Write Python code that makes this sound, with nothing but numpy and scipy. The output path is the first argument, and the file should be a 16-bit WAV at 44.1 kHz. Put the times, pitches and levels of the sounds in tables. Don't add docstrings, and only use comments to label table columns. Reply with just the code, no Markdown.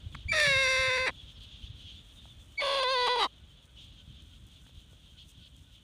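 import sys
import numpy as np
from scipy import signal
from scipy.fft import rfft, irfft, next_fast_len
from scipy.io import wavfile
from scipy.ndimage import uniform_filter1d, map_coordinates

SR = 44100
rng = np.random.default_rng(int(sys.argv[2]) if len(sys.argv) > 2 else 0)


def unload_wav(signal):
    wavfile.write(
        sys.argv[1],
        SR,
        np.round(np.clip(np.atleast_2d(signal).T, -1, 1) * 32767).astype(np.int16),
    )


N = 257089
TIME = np.arange(N) / SR


def amp(db):
    return 10 ** (np.asarray(db) / 20)


def unit(x):
    return x / np.sqrt(np.mean(x ** 2) + 1e-20)


def curves(rows):
    s, *columns = np.transpose(rows)
    return [np.interp(TIME, s, column) for column in columns]


def wobble(rate):
    knots = rng.standard_normal(int(N * rate / SR) + 4)
    return map_coordinates(knots, [TIME * rate])


def gate(start, end, fade):
    return np.clip(np.minimum(TIME - start, end - TIME) / fade + .5, 0, 1)


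def bell(centre, half_length):
    return np.exp(-((TIME - centre) / half_length) ** 2)


def filtered(x, response):
    size = next_fast_len(N + 8192)
    return irfft(rfft(x, size) * response(np.fft.rfftfreq(size, 1 / SR)), size)[:N]


def noise(spectrum):
    f, db = np.transpose(spectrum)

    def colour(hz):
        return amp(np.interp(np.log(hz + 1), np.log(f), db, left=-120, right=-120))

    return unit(filtered(rng.standard_normal(N), colour))


def pulses(times, sizes):
    at = times[:, None] * SR
    index = np.floor(at).astype(int) + np.arange(-7, 9)
    shape = np.sinc(index - at) * np.cos(np.pi * (index - at) / 16) ** 2
    return np.bincount(np.clip(index, 0, N - 1).ravel(), (sizes[:, None] * shape).ravel(), N)


def resonate(x, modes, size=4096):
    hz = np.fft.rfftfreq(size, 1 / SR)
    gain = sum(amp(db) / (1 + ((hz - centre) / width) ** 2) ** 2 for centre, width, db in modes)
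    cepstrum = irfft(np.log(gain + 1e-6))
    cepstrum[1:size // 2] *= 2
    cepstrum[size // 2 + 1:] = 0
    return signal.fftconvolve(x, irfft(np.exp(rfft(cepstrum))))[:N]


def steady(x):
    power = uniform_filter1d(uniform_filter1d(x ** 2, size=500), size=300)
    return x / np.sqrt(np.abs(power) + 1e-6 * np.mean(x ** 2))


# [t/s, f/Hz]
PITCH_1 = [(0.32, 655.8), (0.36, 621), (0.41, 600.5), (0.5, 549.7), (0.55, 527.6), (0.6, 540), (0.675, 516),
           (0.7, 528.4), (0.745, 518.4), (0.8, 525.3), (0.94, 514.4), (1.056, 518), (1.1, 185.5)]
PITCH_2 = [(2.61, 589), (2.67, 542), (2.72, 554.8), (2.77, 551.4), (2.81, 518), (2.86, 497.4),
           (2.915, 537.4), (2.935, 528.5), (2.965, 494), (3.135, 496.8), (3.18, 476.6), (3.24, 370.6),
           (3.265, 198)]
# [t/s, low register level/dB, middle re low/dB, high re low/dB]
EFFORT_1 = [(0.325, -49.5, 18, 10), (0.331, -35.5, 3.5, -1), (0.402, -33.5, 8, 2.5), (0.48, -34.5, 8, 3),
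            (0.938, -34, 3.5, -2.5), (1.065, -35.5, 2.5, -6), (1.078, -37, 11, 5),
            (1.098, -36.5, -1.5, -12)]
EFFORT_2 = [(2.612, -49, 16, 11), (2.622, -32.5, -6.5, -5.5), (2.668, -31.5, -7.5, -4.5),
            (3.118, -29, -7, -4.5), (3.166, -30.5, -12.5, -9), (3.234, -28.5, -3.5, -0.5),
            (3.265, -31, -14, -11.5)]
# [f/Hz, width/Hz, level/dB]
THROAT_1 = [(514, 210, -5.5), (997, 150, -9), (1320, 43, -8), (1540, 310, -15.5), (1770, 250, 1.5),
            (2176, 210, 3), (2680, 235, -1.5), (3670, 290, -3), (4070, 210, -14), (4660, 300, -9.5),
            (5300, 99, -25.5), (5720, 340, -15), (7200, 1020, -27.5), (9400, 1060, -28),
            (12500, 8200, -47.5)]
THROAT_2 = [(540, 303, -5.5), (986, 213, -3), (1533, 170, -13), (1988, 74, -9.5), (2570, 530, -15),
            (3446, 290, 0), (4007, 71, -1.5), (4490, 500, -6.5), (6300, 1000, -28), (9300, 1170, -31.5),
            (14300, 3000, -56.5)]
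# [f/Hz, width/Hz, level/dB]
CROAK_1 = [(507, 370, -5), (1034.5, 254, -4), (1884, 460, 1), (2230, 660, 1), (3834, 410, -8.5),
           (4630, 460, -18), (5820, 500, -26), (8700, 1700, -29)]
CROAK_2 = [(404, 370, -2), (860, 190, 5.5), (1102, 184, 11.5), (2010, 270, -11), (3200, 414, -5),
           (3850, 280, 5), (4720, 730, -7.5), (6350, 2100, -25.5), (8500, 2500, -26), (13400, 2200, -42)]
# [f/Hz, width/Hz, level/dB]
RUSH = [(2970, 480, -3), (4300, 520, -6), (5240, 500, -14.5), (6750, 910, -20), (9210, 720, -20.5),
        (11700, 3700, -38.5)]
AIR, LEAK = 1.2, .13
SHIMMER = .36


def squawk(pitch, course, effort, throat, croak, jitter, limp, tremor, echo, echo_time, rush_db):
    hz, rough, uneven = syrinx(pitch, course)
    cycles = np.cumsum(hz * (1 + tremor * wobble(90) * (0.2 + rough))) / SR
    count = np.arange(1, int(cycles[-1]))
    times = np.interp(count, cycles, TIME)

    def at_pulse(curve):
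        return np.interp(times, TIME, curve)

    late = at_pulse(rough) * (at_pulse(wobble(260)) + 0.59 * rng.standard_normal(len(count)))
    strong = at_pulse(rough) * (at_pulse(wobble(200)) + .7 * rng.standard_normal(len(count)))
    swing = limp * (-1.) ** count * at_pulse(uneven * (1 + .3 * wobble(14)))
    pulse_times = times + (jitter * late + swing) / at_pulse(hz)
    flow = pulses(pulse_times, np.exp(SHIMMER * strong + 2 * swing))

    hiss = filtered(rng.standard_normal(N), lambda f: np.hypot(f, 800) / np.hypot(f, 7000))
    hiss = hiss * (1 + np.cos(2 * np.pi * cycles))
    source = unit(windpipe(flow)) + AIR * (rough + LEAK * uneven) * hiss

    tight = np.clip((470 - hz) / 80, 0, 1)
    voice = resonate(source * (1 - tight), throat) + resonate(source * tight, croak)
    voice = voice + amp(rush_db) * resonate(hiss * rough * (1 - tight), RUSH)

    def below(f, edge_hz):
        return 1 / (1 + (f / edge_hz) ** 20)

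    low = filtered(voice, lambda f: below(f, 1400))
    middle = filtered(voice, lambda f: below(f, 3000)) - low
    high = voice - low - middle
    delay = echo_time * (1 + 0.052 * wobble(5.91))
    high = high + echo * map_coordinates(high, [(TIME - delay) * SR])
    db, middle_db, high_db = curves(effort)
    call = amp(db) * (steady(low) + amp(middle_db) * steady(middle) + amp(high_db) * steady(high))
    return call * gate(pitch[0][0], pitch[-1][0] + .002, fade=0.013)


# [t/s, half length/s, pitch jump/Hz, roughness]
CRACKS = [(.402, .005, 0, 1.1), (.903, .009, -13, .15), (.978, .008, -28, .35), (2.833, .007, 38, 1),
          (3.077, .011, -70, .9), (3.16, .007, -25, .5)]
# [hoarse roughness, clears at t/s, roughness once clear,
# alternate pulses start to limp at t/s, limp rise time/s]
COURSE_1 = (.46, .476, .14, .3, .6)
COURSE_2 = (.62, 2.802, .1, 2.952, .02)
ONSET_ROUGH, CROAK_ROUGH = .9, .65
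ONSET_S, CLEARING_S = 0.04, 0.018
BREAK_HZ, BREAK_RANGE_HZ = 490, 64.4


def syrinx(pitch, course):
    hoarse, clears_at, clear, limps_at, limp_rise = course
    hz = curves(pitch)[0] + sum(jump * bell(s, length) for s, length, jump, _ in CRACKS)
    onset = ONSET_ROUGH * np.exp(-np.maximum(TIME - pitch[0][0], 0) / ONSET_S)
    body = clear + (hoarse - clear) * np.clip((clears_at - TIME) / CLEARING_S + .5, 0, 1)
    cracks = sum(rough * bell(s, length) for s, length, _, rough in CRACKS)
    collapse = np.clip((BREAK_HZ - hz) / BREAK_RANGE_HZ, 0, 1)
    rough = np.max([onset, body, cracks, CROAK_ROUGH * np.sqrt(collapse)], axis=0)
    uneven = np.clip((TIME - limps_at) / limp_rise, 0, 1) * (1 - collapse)
    return hz, rough, uneven


def windpipe(x):
    return filtered(x, lambda hz: np.exp(-2j * np.pi * .003 * 3000 * np.log1p(hz / 3000)))


def hollow(x, notch_hz, notch_width):
    return filtered(x, lambda hz: 1 - .95 * np.exp(-((hz - notch_hz) / notch_width) ** 2))


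# [t/s, f/Hz, level/dB]
WHISTLE_1 = [(.281, 2010, -54), (.287, 2316, -37), (.3, 2347, -30), (.312, 2346, -37), (.319, 2296, -23.5),
             (.325, 2310, -25.5), (.332, 2280, -45)]
WHISTLE_2 = [(2.574, 2156, -53), (2.582, 2273, -31.5), (2.598, 2250, -30.5), (2.612, 2164, -32.5),
             (2.624, 2190, -56)]


def whistle(rows, throat, second_db, third_db, rasp_db):
    hz, db = curves(rows)
    start, end = rows[0][0], rows[-1][0]
    phase = 2 * np.pi * np.cumsum(hz * (1 + 0.0021 * wobble(200))) / SR
    upper = np.sin(3 * phase) + .4 * np.sin(4 * phase)
    tone = np.sin(phase) + amp(second_db) * np.sin(2 * phase) + amp(third_db) * upper
    growth = np.clip((TIME - start) / (end - start), 0, 1) ** 2
    rasp = unit(resonate(rng.standard_normal(N), throat)) * growth
    return (np.sqrt(2) * tone + amp(rasp_db) * rasp) * amp(db) * gate(start, end, fade=0.004)


# [t/s, f/Hz, peak level/dB]
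BUMPS = [(.07, 86, -29.5), (0.263, 68, -28.5), (0.48, 146, -31.5), (0.513, 145, -35.5), (0.567, 100, -30.5),
         (0.799, 70, -33.5), (0.886, 98, -33.5), (1.01, 70, -38), (1.641, 60.4, -35.5), (1.705, 99, -35.5),
         (1.857, 70, -40), (2.42, 74.6, -44), (4.781, 61, -40.5)]


def bumps(length):
    out = np.zeros(N)
    for s, hz, db in BUMPS:
        tone = np.sin(2 * np.pi * hz * (TIME - s) + rng.uniform(0, 2 * np.pi))
        out += amp(db) * tone * bell(s, length)
    return out


# [t/s, peak level/dB, f/Hz of the stalk]
TICKS = [(.147, -34, 1800), (.151, -29, 1600), (2.255, -48, 800), (3.655, -54, 7000), (4.222, -53, 7500),
         (4.468, -53, 9000), (4.665, -50, 1100), (4.693, -55, 700), (4.93, -53, 450), (5.565, -52, 8000)]


def ticks(t60, breadth):
    out, t = np.zeros(N + SR), np.arange(2048) / SR
    for s, db, hz in TICKS:
        b, a = signal.iirpeak(hz, 1 / breadth, fs=SR)
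        strike = rng.standard_normal(len(t)) * amp(-60 * t / t60)
        burst = signal.lfilter(b, a, signal.lfilter(b, a, strike))
        out[round(s * SR):][:len(t)] += amp(db) * burst / np.abs(burst).max()
    return out[:N]


# [t/s, level/dB]
LEAVES = [(0, -74.5), (1.8, -74), (2.15, -70), (2.55, -69), (3.3, -76), (4.7, -71.5), (5.83, -73.5)]
# [t/s, level/dB]
SWISHES = [(.13, -68), (1.435, -69.5), (1.6, -79), (4.3, -76.5), (4.48, -69), (5.299, -65.5), (5.58, -73)]
# [f/Hz, relative level/dB]
SWISH = [(2500, 4), (4000, -2.5), (5000, -0.5), (6600, 6), (7600, 2), (8600, 5), (9800, 1.5), (10600, -6.5),
         (15500, -5)]
SWISH_S = 0.019


def leaves(grain_db):
    brushes = sum(amp(db) * bell(s, SWISH_S) for s, db in SWISHES)
    level = np.hypot(amp(curves(LEAVES)[0]), brushes)
    crackle = amp(grain_db * wobble(400) + 1.8 * wobble(25))
    return level * unit(noise(SWISH) * crackle)


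# [t/s, f/Hz, peak level/dB]
PEEPS = [(1.2, 3410, -50), (1.351, 5360, -70), (1.869, 3300, -50.5), (2.19, 3640, -52), (2.31, 3520, -53),
         (2.42, 3460, -58), (3.509, 3100, -60), (5.09, 3150, -60)]
PEEP_S, PEEP_FALL = .024, .4


def near_peeps(length, fall):
    flutter = np.cumsum(0.01425 * wobble(270)) / SR
    out = np.zeros(N)
    for s, hz, db in PEEPS:
        t = TIME - s
        out += amp(db) * np.sin(2 * np.pi * hz * (t - fall * t ** 2 + flutter)) * bell(s, length)
    return out


# [t/s, length/s, level/dB]
RASPS = [(1.36, 0.03, -57.5), (1.404, 0.052, -54), (5.184, 0.055, -57), (5.393, 0.027, -64),
         (5.423, 0.06, -57.5)]
PIPING = [3.42, 3.69, 4.01, 4.33, 4.64, 4.92, 5.16, 5.42, 5.69]
PIPING_DB = -71.5


def far_calls(rasp_rate_hz, pipe_hz, pipe_length):
    cycles = np.cumsum(rasp_rate_hz * (1 + 0.043 * wobble(72))) / SR
    times = np.interp(np.arange(1, int(cycles[-1])), cycles, TIME)
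    train = pulses(times, rng.lognormal(0, 0.14, len(times)))
    buzz = unit(resonate(train, [(3230, 490, 9), (4040, 1100, -1), (6800, 1200, -31)]))
    rasps = buzz * sum(amp(db) * gate(s, s + length, fade=0.0055) for s, length, db in RASPS)
    note = np.sin(2 * np.pi * np.cumsum(pipe_hz * (1 + 0.0187 * wobble(60))) / SR)
    return rasps + amp(PIPING_DB) * note * sum(bell(s, pipe_length) for s in PIPING)


# [f/Hz, relative level/dB]
FAR = [(1800, -36), (2400, -16.5), (2850, -5.5), (3250, 0), (3600, -1.5), (4100, -10.5), (5000, -22),
       (7000, -25)]


def chorus(peep_hz, spread, fall, length, overtone_db, peep_db, count=260):
    t = np.arange(int(length * SR)) / SR
    peeps = np.zeros(N + len(t))
    for k, (when, tune, size) in enumerate(rng.standard_normal((count, 3))):
        hz = peep_hz * np.exp(spread * tune - fall * (t / length - .5))
        phase = 2 * np.pi * np.cumsum(hz) / SR
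        tone = np.sin(phase) + amp(overtone_db) * np.sin(2 * phase)
        start = int((k + when / 2) % count / count * N)
        peeps[start:start + len(t)] += amp(2 * size) * np.hanning(len(t)) * tone
    scattered = unit(peeps[:N] * (1 + 0.45 * wobble(300)))
    return chorus_level(waver_db=3.0, waver_rate=16) * (amp(peep_db) * scattered + noise(FAR))


# [t/s, level/dB]
CHORUS = [(0, -61.5), (1.8, -58), (2.5, -59.5), (3.3, -67), (3.6, -64.5), (5.83, -63)]
# [centre t/s, length/s, level/dB]
SWELLS = [(0.198, 0.075, -57.5), (1.203, .1, -58), (1.65, 0.069, -54), (1.894, 0.049, -53.5),
          (3.796, 0.066, -60), (3.995, 0.048, -58.5), (4.78, 0.063, -62)]
LULLS = [.11, 1.335, 2.145, 2.445, 3.675, 4.395, 4.64, 5.16, 5.625]
SWELL_EDGE_S, LULL_DB, LULL_S = .02, -8, 0.017


def chorus_level(waver_db, waver_rate):
    lulls = LULL_DB * sum(bell(s, LULL_S) for s in LULLS)
    bed = amp(curves(CHORUS)[0] + lulls + waver_db * wobble(waver_rate))
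    swells = sum(amp(db) * gate(s - length / 2, s + length / 2, SWELL_EDGE_S) for s, length, db in SWELLS)
    return np.hypot(bed, swells)


# [t/s, level/dB]
BREEZE = [(0, -49), (.27, -46.5), (.42, -47.5), (.6, -47.5), (.95, -53.5), (1.35, -51), (1.7, -52),
          (2.1, -53.5), (2.45, -52), (2.6, -60), (3.05, -61), (3.8, -56), (4.22, -52.5), (4.6, -55),
          (5.83, -57)]
# [f/Hz, relative level/dB]
RUMBLE = [(13, -57), (22, -17.5), (48, 5), (81, 0.5), (134, -6), (257, -16.5), (342, -24), (370, -28.5),
          (500, -52), (650, -64), (1100, -120)]
# [t/s, level/dB]
HUSH = [(0, -66.5), (3.3, -69), (5.83, -72.5)]
# [f/Hz, relative level/dB]
FIELD = [(160, -15), (280, -2.5), (367, -10.5), (601, -9), (745, -15), (1420, -13.5), (2060, -16),
         (2600, -13.5), (3380, -47), (5720, -120)]
GUST_DB, GUSTS_PER_S = 2.5, 20


def breeze():
    db, = curves(BREEZE)
    air = noise(RUMBLE)
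    even_air = air / np.sqrt(np.abs(uniform_filter1d(air ** 2, size=4000)) + 0.01)
    buffet = amp(db + GUST_DB * wobble(GUSTS_PER_S)) * even_air
    rumble = filtered(buffet, lambda hz: hz ** 4 / (hz ** 4 + 33 ** 4))
    return rumble + amp(curves(HUSH)[0]) * noise(FIELD)


def scene():
    first = squawk(PITCH_1, COURSE_1, EFFORT_1, THROAT_1, CROAK_1, jitter=0.065, limp=.011,
                   tremor=0.0124, echo=0.5, echo_time=.0017, rush_db=2.0)
    second = squawk(PITCH_2, COURSE_2, EFFORT_2, THROAT_2, CROAK_2, jitter=0.067, limp=0.008,
                    tremor=.012, echo=0.62, echo_time=0.001345, rush_db=1.0)
    first = hollow(first, notch_hz=2974, notch_width=144)
    second = hollow(second, notch_hz=7400, notch_width=200)
    first = first + whistle(WHISTLE_1, THROAT_1, second_db=-16.0, third_db=-23.5, rasp_db=-20)
    second = second + whistle(WHISTLE_2, THROAT_2, second_db=-11.5, third_db=-33, rasp_db=-3.5)
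    near = bumps(length=0.0082) + ticks(t60=0.01, breadth=0.81) + leaves(grain_db=2.0)
    field = near_peeps(PEEP_S, PEEP_FALL) + far_calls(rasp_rate_hz=330, pipe_hz=1500, pipe_length=0.024)
    field = field + chorus(peep_hz=3263, spread=.045, fall=0.1176, length=0.06,
                           overtone_db=-20.0, peep_db=-4.0)
    mono = first + second + near + field + breeze()
    return np.array([mono, mono])


def record(dry):
    return np.array([filtered(channel, lambda hz: hz < 15720) for channel in dry])


dry = scene()
out = record(dry)
unload_wav(out)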